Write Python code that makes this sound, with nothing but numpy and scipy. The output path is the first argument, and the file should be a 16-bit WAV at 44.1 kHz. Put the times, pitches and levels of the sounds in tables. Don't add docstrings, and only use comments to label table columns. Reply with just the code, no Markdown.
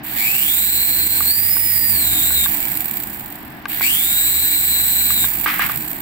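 import sys
import numpy as np
from scipy import signal
from scipy.fft import rfft, irfft
from scipy.io import wavfile
from scipy.ndimage import uniform_filter1d, minimum_filter1d

SR = 44100
rng = np.random.default_rng(int(sys.argv[2]) if len(sys.argv) > 2 else 0)


def pcm_store(signal):
    levels = np.round(np.clip(np.atleast_2d(signal), -1, 1) * 32767)
    wavfile.write(sys.argv[1], SR, levels.astype(np.int16).T)


N = 265173
TIME = np.arange(N) / SR

# (frequency [Hz], relative level [dB])
ROOM_COLOUR = [(15, -40), (25, -17.5), (54, -5), (92, -8.5), (129, -12.5), (157, -7.5), (215, -2),
               (357, -9), (399, -12), (499, -22.5), (711, -7.5), (1410, -16.5), (1540, -12), (1690, -10.5),
               (5000, -31), (6500, -43), (11000, -120)]
ROOM_DB = -38.5
# (frequency [Hz], likeness [0 to 1])
ROOM_SAME = [(30, 0.79), (100, 1), (150, 1), (350, 0.55), (600, 0.61), (1500, 0.022), (5000, 0.043)]
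# (frequency [Hz], left over right [dB])
ROOM_BALANCE = [(30, -15), (70, 2.5), (150, 1), (300, 3), (5000, -1.5)]
# (time [s], gain [dB])
ROOM_SWELL = [(0, 3), (1, 5.5), (1.8, 9), (2.2, 9), (3, 3), (4.5, 1.5), (5.6, 5), (6.02, 3.5)]
# (frequency [Hz], rough width [Hz], level before the swell [dB])
HUMS = [(129, 6.5, -50.5), (306.6, 9.2, -48.5)]

# (start [s], length [s], frequency [Hz], relative level [dB])
WHISTLES = [(0.028, 0.082, 12100, -40), (3.675, 0.17, 12280, -38)]

# (time [s], aimed speed of the middle gear [turns/s])
THROTTLE = [(.032, 112), (.158, 143), (.41, 195.9), (1.257, 245), (1.666, 227.8), (1.909, 167.4),
            (2.21, 200.4), (2.33, 164), (2.462, 0), (3.681, 126), (3.815, 191), (5.124, 170), (5.26, 0)]
BITE_DB = [-11.5, -7, -6.5, -2, -1, -4.5, -4.5, -4, 0, -12, -4, -3.5, 0]
RUNOUT = [.004, .006, .008, .001, .001, .005, .003, .003, 0, .004, .002, .003, 0]
# (time [s], nearness [dB])
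NEARNESS = [(0, -7), (.5, 1.6), (1, 0.3), (1.6, 2), (2.3, 2.3), (3.2, 2.5), (3.8, -1.8), (4.5, -3),
            (5.2, -1.9), (5.5, 1.3), (5.75, 4.5), (6.02, 5.5)]
IDLE_SPEED, CRUISE_SPEED = 40, 191
SPIN_LAG_S, DRAG_PER_TURN = .139, .017
HISS_DB, SOFT_START_DB, RESTING_DB = -14.5, -20, -54
HISS_DB_PER_OCTAVE, SOFT_DB_PER_OCTAVE = 1, 0.5
SWITCH_S = .0012
COAST_DROP_DB, COAST_DB_PER_S, COAST_DB_PER_S2 = -3, -14, -9
SLACK_DB = -28
LOAD_DB_PER_OCTAVE, PUSH_DB, LOAD_LAG_S = 1, 3.5, 0.013
HUM_DB, HUM_DB_PER_OCTAVE, HUM_NEARNESS = -34, 8, 1.3
HUM_LAG_S, HUM_OFF_DB = 1, -13.5

ORDERS = [8, 9, 12, 18.375, 20, 21, 22, 23, 23.625, 25, 29, 31, 34, 39, 39.375, 40, 41, 42, 43, 44.625, 63]
# (left [dB], right [dB])
ORDERS_DB = [(-7, -37), (-11.5, -11), (-44, -12.5), (-12, -42), (-3, -40), (7, 2.5), (-3, -52), (-36, -36),
             (-60, -60), (-20, -44), (-37, -52.5), (-15, -47), (-7, -45), (-65, -38), (-38, -25), (-7, -30),
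             (-5.5, -12), (-2, -31), (-14, -23), (-9, -30), (-3, -54)]
MESH = 21
# (rough width [Hz], relative level [dB])
MESH_FUZZ = [(500, -9.5), (1200, -2.5), (1500, -3.5)]
# (frequency [Hz], gain [dB])
SHELL_LEFT = [(300, -4), (900, -14), (1500, -21.5), (2300, -9.5), (3100, -17), (4500, -18.5), (5900, -37),
              (7000, -31), (7500, -9), (8800, -14.5), (9600, -16.5), (12500, -11), (13900, -15),
              (15100, -32), (15700, -52)]
SHELL_RIGHT = [(300, -27), (900, -42), (1500, -22), (2300, -16), (3100, -17.5), (4600, -18.5),
               (5500, -27.5), (7000, -4), (7700, -51), (8900, -16), (9600, -16), (12000, -17), (13000, -3),
               (14600, 1), (15700, -4.5)]
# (frequency [Hz], half-width [Hz], left gain [dB], right gain [dB])
SHELL_RINGS = [(1695, 280, 6.5, 5.5), (2303, 18, 7.5, -38), (6610, 150, -3, -57.5), (8480, 34, 9.5, -15),
               (15050, 215, -18, -1.5), (15000, 230, -6, 5.5)]
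# (time [s], relative level [dB])
RATTLES = [(2.6255, -8), (2.652, -8), (2.6994, -22), (2.717, -5), (2.7716, 1), (2.8042, -3), (2.8426, -15),
           (2.8555, -7.5), (2.9099, -4), (2.939, -12), (2.9696, -4), (3, -9), (3.034, -8), (3.0714, -14),
           (3.1693, -21), (3.195, -13), (3.2586, -13), (3.3235, -18), (3.355, -17), (3.4257, -26),
           (5.2838, -6), (5.3017, -7), (5.336, -7), (5.3671, -20), (5.3834, -10), (5.3976, -9),
           (5.4405, -6), (5.477, -10), (5.5193, -20), (5.6624, -3), (5.6974, -12), (5.7164, -7.5),
           (5.758, -7), (5.773, -10), (5.8072, -10), (5.822, -13), (5.8765, -15), (5.913, -11)]
LEFT_LAG = -7
KNOCKS_PER_S, KNOCK_DB, KNOCK_SPREAD_DB = 34, 9.5, -1.5
KNOCK_GAP_S = 0.0074
KNOCK_RISE_S, KNOCK_FALL_S, BETWEEN_KNOCKS_DB = 0.0015, 0.0027, -4.5

BLADES_PER_TURN = .394

# (time [s], relative level [dB], left over right [dB], brightness [dB/octave])
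CLICKS = [(1.207, -4, 3, -2), (1.568, -5, 6, -1), (2.3065, -6, 4, 1.5), (2.4605, -3, 3, 0),
          (3.656, -6, 5, 5), (3.81, -6, 2.5, -2), (5.105, -11, 2, -2), (5.2425, -8, 0, 0),
          (5.461, 0, -6, 0), (5.48, -8, 1.5, -2), (5.595, -1, -2, 0), (5.697, -8, -4, 0)]
# (frequency before a random shift [Hz], relative level [dB], time to fade 60 dB [s])
CASE_TONES = [(1130, 8, 0.018), (1593, 10, 0.014), (2050, 5, .009), (2570, 2, 0.008), (4130, -5, 0.005),
              (9700, -22, 0.0038)]
TICK_DB, TICK_S = -19.5, 0.0004
# (start [s], length [s], relative level [dB])
SLIDES = [(5.46, 0.13, -19), (5.598, .088, -18), (5.686, 0.086, -28)]
SLIDE_RISE_S, SLIDE_HOLD, SLIDE_FADE_DB = 0.0045, 0.3, -9.5
# (frequency [Hz], relative level [dB])
SCRAPE_COLOUR = [(290, -69), (500, -50), (840, -10), (1070, -2.5), (1650, 1), (1720, 2), (2120, 2),
                 (7000, -27), (9100, -63), (15400, -120)]
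# (frequency [Hz], rough width [Hz], level [dB])
THUMP = (160, 54, -36.5)
# (start [s], length [s])
THUMP_AT = (5.6, .25)


def gain_of(db):
    return 10 ** (np.asarray(db) / 20)


def evened(x):
    return x / np.sqrt(np.mean(x ** 2, axis=-1, keepdims=True) + 1e-20)


def curve(rows):
    times, values = np.transpose(rows)
    return np.interp(TIME, times, values)


def read(points, hz):
    f, value = np.transpose(points)
    return np.interp(np.log(hz + 1), np.log(f + 1), value)


def coloured(x, db_at):
    return irfft(rfft(x) * gain_of(db_at(np.fft.rfftfreq(N, 1 / SR))), N)


def slow(seconds, channels=1):
    size = max(round(seconds * SR), 1)
    noise = rng.standard_normal((channels, N))
    return evened(uniform_filter1d(uniform_filter1d(noise, size), size))


def fuzzy(turns, width):
    a, b = slow(0.42 / width, channels=4).reshape(2, 2, N)
    return a * np.cos(2 * np.pi * turns) + b * np.sin(2 * np.pi * turns)


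def burst(start, length):
    return np.clip(np.sin(np.pi * np.clip((TIME - start) / length, 0, 1)) * 2, 0, 1)


def lagged(x, seconds):
    r = np.exp(-1 / (seconds * SR))
    return x[0] + signal.lfilter([1 - r], [1, -r], x - x[0])


def room():
    hz = np.fft.rfftfreq(N, 1 / SR)
    a, b = rfft(rng.standard_normal((2, N)))
    same = np.clip(read(ROOM_SAME, hz), 0, 1)
    tilt = gain_of(read(ROOM_BALANCE, hz) / 2)
    left = a * tilt
    right = (same * a + np.sqrt(1 - same ** 2) * b) / tilt
    rumble = irfft(np.array([left, right]) * gain_of(read(ROOM_COLOUR, hz)), N)
    rumble *= gain_of(ROOM_DB) / np.sqrt(np.mean(rumble ** 2))
    hums = sum(gain_of(db) * fuzzy(f * TIME, width)[0] for f, width, db in HUMS)
    return (rumble + hums) * gain_of(curve(ROOM_SWELL) + 0.24 * slow(0.067))


def whistles():
    tones = np.zeros(N)
    for start, length, hz, db in WHISTLES:
        tones += gain_of(db) * burst(start, length) * np.sin(2 * np.pi * hz * TIME)
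    return tones * gain_of([[3], [-1]])


def motor():
    speed, aim = np.full(N, float(IDLE_SPEED)), np.zeros(N)
    hiss_db, load_db = np.full(N, float(RESTING_DB)), np.full(N, float(SLACK_DB))
    before = 0
    for (s, goal), bite_db in zip(THROTTLE, BITE_DB):
        at = round(s * SR)
        t, start = TIME[at:] - s, speed[at]
        aim[at:] = goal
        if goal == 0:
            speed[at:] = start / (1 + start * DRAG_PER_TURN * t)
            hiss_db[at:] = HISS_DB + COAST_DROP_DB + COAST_DB_PER_S * t + COAST_DB_PER_S2 * t ** 2
            load_db[at:] = SLACK_DB
        else:
            speed[at:] = goal + (start - goal) * np.exp(-t / SPIN_LAG_S)
            octaves = np.log2(speed[at:] / CRUISE_SPEED)
            push = np.log2(goal / speed[at:])
            if before:
                hiss_db[at:] = HISS_DB + HISS_DB_PER_OCTAVE * octaves
            else:
                hiss_db[at:] = SOFT_START_DB - SOFT_DB_PER_OCTAVE * push
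            load_db[at:] = bite_db + LOAD_DB_PER_OCTAVE * octaves + PUSH_DB * push
        before = goal
    near_db = curve(NEARNESS)
    coasting = aim == 0
    level = gain_of(lagged(hiss_db, SWITCH_S)) * gain_of(near_db)
    hum_db = HUM_DB + HUM_DB_PER_OCTAVE * np.log2(speed / CRUISE_SPEED) + HUM_NEARNESS * near_db
    hum_db += HUM_OFF_DB * np.maximum(1 - lagged(1. * (aim > 0), HUM_LAG_S), lagged(1. * coasting, .05))
    return speed, level, lagged(load_db, LOAD_LAG_S), hum_db, coasting


def gear_knocks(level, coasting):
    beat_count = np.floor(KNOCKS_PER_S * TIME + .35 * slow(.03)[0])
    beats = np.diff(beat_count, prepend=0) > 0
    knocks = beats * coasting * level * gain_of(KNOCK_DB + KNOCK_SPREAD_DB * rng.standard_normal(N))
    for s, db in RATTLES:
        knocks[round((s - KNOCK_GAP_S) * SR):round((s + KNOCK_GAP_S) * SR)] = 0
        knocks[round(s * SR)] = gain_of(db)
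    t = np.arange(800) / SR
    shape = 2 * (1 - np.exp(-t / KNOCK_RISE_S)) * np.exp(-t / KNOCK_FALL_S)
    return signal.oaconvolve(knocks, shape)[:N]


def gear_hiss(level, throb_db, coasting):
    air = rng.standard_normal((3, N))
    shared = np.array([np.roll(air[2], LEFT_LAG), air[2]])
    steady = level * gain_of(throb_db + BETWEEN_KNOCKS_DB * lagged(1. * coasting, 0.05))
    return (0.54 * air[:2] + 0.62 * shared) * (steady + 0.32 * gear_knocks(level, coasting))


def gear_teeth(speed, turns, throb_db):
    hurry = uniform_filter1d(abs(np.gradient(speed)) * SR / speed, 2000)
    wobble = turns + (.002 + .006 * hurry) * slow(.004)[0]
    step = np.searchsorted([s for s, _ in THROTTLE], TIME) - 1
    wobble += lagged(np.array(RUNOUT)[step], 0.017) * np.sin(2 * np.pi * turns)
    wobble = np.array([wobble - LEFT_LAG * speed / SR, wobble])
    teeth = np.zeros((2, N))
    for harmonic, (width, db) in enumerate(MESH_FUZZ, start=1):
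        teeth += gain_of(db) * fuzzy(harmonic * MESH * turns, width)
    teeth *= gain_of(throb_db) * (1 + 0.11 * hurry)
    knots = TIME[::2048]
    for order, db in zip(ORDERS, ORDERS_DB):
        flicker = gain_of(2.5 * np.interp(TIME, knots, rng.standard_normal(len(knots))))
        tone = np.cos(2 * np.pi * (order * wobble + rng.random()))
        teeth += gain_of(db)[:, None] * flicker * tone
    return teeth


def shell(raw):
    out = []
    for side, path in enumerate((SHELL_LEFT, SHELL_RIGHT)):
        def shell_db(hz):
            rings = sum(r[2 + side] / (1 + ((hz - r[0]) / r[1]) ** 2) for r in SHELL_RINGS)
            low_cut = -24 * np.log2(1 + (700 / (hz + 1)) ** 2)
            return read(path, hz) + rings + low_cut
        out.append(coloured(raw[side], shell_db))
    return np.array(out)


def gears(speed, level, load_db, coasting):
    turns = np.cumsum(speed) / SR
    slack = np.clip(-load_db / 30, 0, 1)
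    throb_db = (1.73 + 0.81 * slack) * np.cos(2 * np.pi * turns)
    throb_db += 0.41 * slow(0.0005)[0] + (0.51 + 0.93 * slack) * slow(0.0047)[0]
    hiss = gear_hiss(level, throb_db, coasting)
    teeth = gear_teeth(speed, turns, throb_db)
    return gain_of(13.5) * shell(hiss + 0.72 * level * gain_of(load_db) * teeth)


def blades(speed, hum_db):
    phase = 2 * np.pi * BLADES_PER_TURN * np.cumsum(speed) / SR
    tone = (np.cos(phase) + 0.29 * np.cos(2 * phase)) * gain_of(hum_db + 2.1 * slow(0.045)[0])
    return tone * gain_of([[8], [-8]])


def clicks():
    t, out = np.arange(1500) / SR, np.zeros((2, N))
    for s, db, pan_db, bright_db in CLICKS:
        ring = np.zeros(len(t))
        for hz, tone_db, t60 in CASE_TONES:
            fading = gain_of(tone_db - 60 * t / t60 + bright_db * np.log2(hz / 1650))
            ring += fading * np.sin(2 * np.pi * hz * rng.uniform(0.845, 1.085) * t)
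        ring *= 1 - np.exp(-t * 4000)
        crack = np.exp(-t / TICK_S) * uniform_filter1d(rng.standard_normal(len(t)), size=5) * 2
        ring += abs(ring).max() * gain_of(TICK_DB) * crack
        ring[110:] += .5 * ring[:-110]
        at = round((s - .0004) * SR)
        sides = gain_of(db - 5.5 + np.array([[.5], [-.5]]) * pan_db)
        out[:, at:at + 1500] += sides * ring / abs(ring).max()
    return out


def slide(start, length, db):
    u = (TIME - start) / length
    fade = np.clip((u - SLIDE_HOLD) / (1 - SLIDE_HOLD), 0, 1)
    return np.clip(u * length / SLIDE_RISE_S, 0, 1) * (u < 1) * gain_of(db + SLIDE_FADE_DB * fade)


def scrape():
    grit = rng.standard_normal((3, N)) * gain_of(0.66 * slow(0.003))
    both = 1.05 * grit[:2] + 0.5 * grit[2]
    grit = evened(coloured(both, lambda hz: read(SCRAPE_COLOUR, hz)))
    return grit * sum(slide(*row) for row in SLIDES)


def thump():
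    hz, width, db = THUMP
    return gain_of(db) * burst(*THUMP_AT) * fuzzy(hz * TIME, width)


def remote():
    return clicks() + scrape() + thump()


def scene():
    speed, level, load_db, hum_db, coasting = motor()
    toy = whistles() + gears(speed, level, load_db, coasting) + blades(speed, hum_db)
    return room() + toy + remote()


def band_limit(x):
    return signal.sosfilt(signal.butter(12, 17030, fs=SR, output="sos"), x)


def record(dry):
    over_db = np.maximum(20 * np.log10(abs(dry).max(0) + 1e-9) + 1.5, 0)
    fall = TIME * 200
    duck_db = -minimum_filter1d(fall - np.maximum.accumulate(over_db + fall), size=41)
    limited = dry / gain_of(uniform_filter1d(duck_db, size=21))
    edge = signal.firwin(511, 15800, window=("kaiser", 9), fs=SR)
    mix = signal.oaconvolve(limited, edge[None], "same")
    return band_limit(mix)


dry = scene()
out = record(dry)
pcm_store(out)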